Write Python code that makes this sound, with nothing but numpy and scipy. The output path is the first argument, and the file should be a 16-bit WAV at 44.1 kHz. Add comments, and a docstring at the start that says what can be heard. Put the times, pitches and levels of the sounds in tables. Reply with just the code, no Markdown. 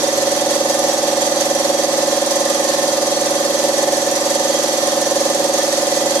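"""A belt-driven piston air compressor runs steadily in a garden, off to one side.
At the start a faint, distant drone sounds under it and dies away within two seconds.
Throughout, each crank turn swells the intake turbulence, flutters the reed valve, then sends a
pressure pulse through intake and tank (a throbbing hum). Air rushes; knocks and valve ring the fins,
pipe and guard. This clatter swells with every lap of the belt, to the end."""
import sys
import numpy as np
from scipy import signal
from scipy.fft import rfft, irfft
from scipy.io import wavfile

SR = 44100
rng = np.random.default_rng(int(sys.argv[2]) if len(sys.argv) > 2 else 0)


def wrap_up_sound(samples):
    """Save the sound to the file named by the first command line argument, as 16-bit audio."""
    columns = np.atleast_2d(samples).T
    # keep every value between -1 and 1, then stretch to whole-number steps
    tamed = np.clip(columns, -1, 1)
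    steps = np.round(tamed * 32767).astype(np.int16)
    wavfile.write(sys.argv[1], SR, steps)


N = 273420
T = np.arange(N) / SR
FREQ = np.arange(N // 2 + 1) * SR / N
CRANK_HZ = 21.0722


def hum(turns, stroke_turn=.8, weak_db=-60.5, waver_db=.71, echo_db=-38, abruptness=.52):
    """One pressure pulse a turn rings intake and tank, and fades until the next."""
    # strong partials (multiple of crank rate [-], level [dB])
    partials = [(3, -64.6), (7, -45.9), (9, -50.1), (10, -53.8), (11, -40.0), (12, -38.3), (14, -38.7),
                (15, -30.8), (17, -35.1), (18, -42.2), (19, -45.1), (20, -41.2), (21, -41.7), (22, -43.2),
                (23, -41.4), (24, -39.1), (25, -27.7), (26, -24.8), (27, -24.3), (28, -28.0), (29, -45.3),
                (31, -40.1), (32, -41.1), (34, -37.0), (35, -31.0), (36, -41.7), (38, -42.2), (39, -47.9),
                (40, -36.5), (41, -46.1), (42, -45.4), (43, -42.3), (44, -45.8), (50, -44.8), (51, -45),
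                (54, -49.2), (57, -50.1), (84, -46), (85, -46)]
    order, level_db = np.transpose(partials)
    size = 2048  # samples per turn
    k = np.arange(size // 2 + 1)
    gain = undb(weak_db) * k ** 2 / (k ** 2 + 120) / (1 + (k / 90) ** 4)  # weak partials in between
    gain[np.round(order).astype(int)] = undb(level_db)
    # cepstrum: phase of a sharp blow; abruptness < 1 rounds the attack
    cepstrum = irfft(np.log(gain + .003))
    phase = 2 * abruptness * rfft(cepstrum[:size // 2], size).imag
    # early above the main resonance, late below: each chuff sinks in pitch
    lead_turns = .11 * np.tanh((k - np.argmax(gain)) / 2)
    phase += 2 * np.pi * np.cumsum(lead_turns)
    # yard echoes spread weak partials over the turn
    spread_rad = np.minimum((undb(echo_db) / (gain + 1e-9)) ** 2, np.pi)
    phase += spread_rad * rng.standard_normal(len(k))
    cycle = irfft(gain * np.exp(1j * phase)) * size / np.sqrt(2)
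    wave = np.interp(turns - stroke_turn, np.arange(size) / size, cycle, period=1)
    return wave * undb(waver_db * walk(20))


def intake(turns, swing_db=1, peak_turn=.46):
    """Turbulence swells once a turn as air is drawn in."""
    # turbulence spectrum (frequency [Hz], density [dB per Hz])
    turbulence = [(25, -84), (60, -91), (120, -72.5), (220, -72.5), (320, -66), (440, -60), (560, -52.5),
                  (660, -61), (740, -53.5), (900, -58.5), (1200, -64), (1800, -76.5), (4000, -105)]
    swell = undb(swing_db * np.cos(2 * np.pi * (turns - peak_turn)))
    return colour(repeat_each_turn(stereo_noise(), share=.4) * swell, turbulence)


def clatter(turns, valve_db=-1.1, grain_db=1, knock_spread_db=2, valve_share=.18):
    """Air rush and loose knocks follow the piston load; knocks and valve ring the metal."""
    # piston load (crank position [turns], level [dB])
    piston_load = [(0, .2), (.13, -.5), (.28, -1.5), (.45, .1), (.6, .1), (.7, .7), (.85, .2)]
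    # rush of air and bearings (frequency [Hz], density [dB per Hz])
    rush_spectrum = [(300, -100), (1000, -75.5), (1500, -66.5), (2000, -65), (2700, -67), (3400, -63.5),
                     (4500, -64), (6200, -61.5), (7600, -68), (9500, -69.5), (11200, -70), (12500, -77),
                     (14000, -80)]
    # reed valve click (frequency [Hz], density [dB per Hz])
    click_spectrum = [(500, -115), (2500, -88), (4500, -80), (6000, -67.5), (8000, -67), (10000, -72),
                      (14000, -86)]
    position, load_db = np.transpose(piston_load)
    load = undb(np.interp(turns, position, load_db, period=1))
    rush = repeat_each_turn(stereo_noise(), share=.35) * load
    rush *= unit(undb(grain_db * walk(1000)))
    # loose parts knock at much the same crank positions
    knocks = stereo_noise() * undb(knock_spread_db * walk(370))
    knocks = unit(repeat_each_turn(knocks, share=.38) * load)
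    reed = valve(turns)
    air = scatter(colour(rush, rush_spectrum), smear_s=.00075)
    clicks = scatter(undb(valve_db) * colour(reed, click_spectrum), smear_s=.00039)
    return belt_swell() * (air + clicks + metal(knocks + valve_share * reed))


def valve(turns, open_turn=.64, flutter_hz=680, rise_s=.001, fade_s=.0063, tick_s=.0007, spread_db=1):
    """The reed snaps open once a turn and chatters against its stop, softer each time."""
    since_s = (turns - open_turn) % 1 / CRANK_HZ
    stroke = np.floor(turns - open_turn).astype(int) + 2
    force = undb(spread_db * rng.standard_normal(stroke.max() + 1))[stroke]
    envelope = (1 - np.exp(-since_s / rise_s)) * np.exp(-since_s / fade_s)
    ticks = np.exp(-(since_s % (1 / flutter_hz)) / tick_s)
    return unit(force * envelope * ticks * stereo_noise())


def metal(push, gain_db=-49, skirt_hz=250):
    """Fins, pipe and guard ring; successive modes arrive from alternate sides."""
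    # metal modes (frequency [Hz], width [Hz], relative level [dB])
    modes = [(1063, 34, -6.5), (1205, 29, -6.5), (1785, 40, -5.5), (1981, 22, -6.5), (3262, 25, -5.0),
             (3585, 34, -10), (3920, 90, -12), (4134, 45, -11.0), (4371, 40, -6.0), (4478, 24, -10.0),
             (4640, 30, -5.0), (4963, 35, -7.5), (5211, 28, -6), (5706, 36, -7.5), (5835, 28, -1.5),
             (6050, 23, -7.5), (6158, 32, -4.0), (6449, 34, -0.5), (6707, 38, -10.0), (6793, 23, -11.0),
             (7127, 30, -6.5), (7245, 49, -5.5), (7850, 130, -10), (8182, 39, -9.5), (9054, 26, -11.0),
             (9356, 40, -9.5), (10712, 41, -13.5), (11767, 44, -15.5), (12532, 35, -12.5)]
    response = np.zeros((2, len(FREQ)), complex)
    for k, (hz, width_hz, level_db) in enumerate(modes):
        mode = undb(level_db) / (1 + 2j * (FREQ - hz) / width_hz)
        skirt = 1 / (1 + ((FREQ - hz) / skirt_hz) ** 2)
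        side_rad = (-1) ** k * np.pi / 4 * np.array([[1], [-1]])
        response += mode * skirt * np.exp(1j * side_rad)
    return irfft(rfft(push) * response, N) * undb(gain_db) * np.sqrt(SR / 2)


def belt_swell(belt_hz=5.53, start_lap=.058, swell_db=.6, uneven_db=.47, wander_db=.13, wander_hz=.6):
    """Clatter gain: one swell per belt lap, some laps harder, with a slow wander."""
    lap_db = swell_db * np.cos(2 * np.pi * (belt_hz * T + start_lap))
    return undb(lap_db + uneven_db * walk(2 * belt_hz) + wander_db * walk(wander_hz))


def scatter(x, smear_s):
    """Paths over ground and clutter delay each treble frequency differently left and right."""
    knots_hz = np.arange(0, SR, 250)
    delay_s = [np.interp(FREQ, knots_hz, smear_s * rng.standard_normal(len(knots_hz))) for _ in range(2)]
    treble = (FREQ > 1500) & (FREQ < 10500)
    lag_cycles = np.cumsum(np.array(delay_s) * treble, axis=1) * SR / N
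    return irfft(rfft(x) * np.exp(-2j * np.pi * lag_cycles), N)


def drone(hz=101, width_hz=6, start_db=-52, fade_s=1):
    """A faint low drone in the distance dies away."""
    band = np.exp(-((FREQ - hz) / width_hz) ** 2)
    tone = irfft(rfft(rng.standard_normal(N)) * band, N)
    return unit(tone) * undb(start_db) * np.exp(-(T / fade_s) ** 2)


def stereo_noise():
    """White noise, partly shared by left and right."""
    # left-right coherence (frequency [Hz], shared power [0-1])
    coherence = [(30, 0.2), (120, 1), (600, 0.99), (1100, 0.58), (2000, 0.32), (5000, 0.39), (8000, 0.46),
                 (12000, 0.56)]
    shared = over_hz(coherence)
    noise = rfft(rng.standard_normal((3, N)))
    return irfft(np.sqrt(shared) * noise[0] + np.sqrt(1 - shared) * noise[1:], N)


def repeat_each_turn(x, share):
    """Each turn repeats a share of the last, so noise gathers on multiples of the crank rate."""
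    comb = np.sqrt(1 - share ** 2) / (1 - share * np.exp(-2j * np.pi * FREQ / CRANK_HZ))
    return irfft(rfft(x) * comb, N)


def walk(rate_hz):
    """Smooth random motion of rms 1, rolling off at rate_hz."""
    return unit(irfft(rfft(rng.standard_normal(N)) * np.exp(-(FREQ / rate_hz) ** 2), N))


def colour(x, points):
    """Give a white signal of rms 1 a spectrum in dB per Hz."""
    return irfft(rfft(x) * undb(over_hz(points)) * np.sqrt(SR / 2), N)


def over_hz(points):
    """Join (Hz, value) points on a log-frequency axis."""
    hz, value = np.transpose(points)
    return np.interp(np.log(FREQ + 1), np.log(hz), value)


def undb(db):
    """Decibels to gain."""
    return 10 ** (np.asarray(db) / 20)


def unit(x):
    """Scale to rms 1."""
    return x / np.sqrt(np.mean(x ** 2))


def scene(right_lag_s=.000113):
    """The compressor, off to one side, over the drone; its induction motor holds near-constant speed."""
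    # balance (frequency [Hz], left minus right [dB])
    balance = [(60, 5), (140, -1.5), (600, -2.5), (1100, -3.5), (2500, -3.5), (5000, -4.5), (7500, -3),
               (12000, 1)]
    turns = CRANK_HZ * T + .0008 * walk(4.3) + .00056 * walk(30)
    side = np.array([[.5], [-.5]])
    # the direct path reaches the left first
    direct = rfft(hum(turns) + intake(turns)) * np.exp(2j * np.pi * FREQ * side * right_lag_s)
    compressor = direct + rfft(clatter(turns))
    return irfft(compressor * undb(side * over_hz(balance)), N) + drone()


def record(dry, cutoff_hz=14000):
    """Steep low-pass."""
    return signal.sosfilt(signal.ellip(10, .2, 80, cutoff_hz, fs=SR, output="sos"), dry)


dry = scene()
out = record(dry)
wrap_up_sound(out)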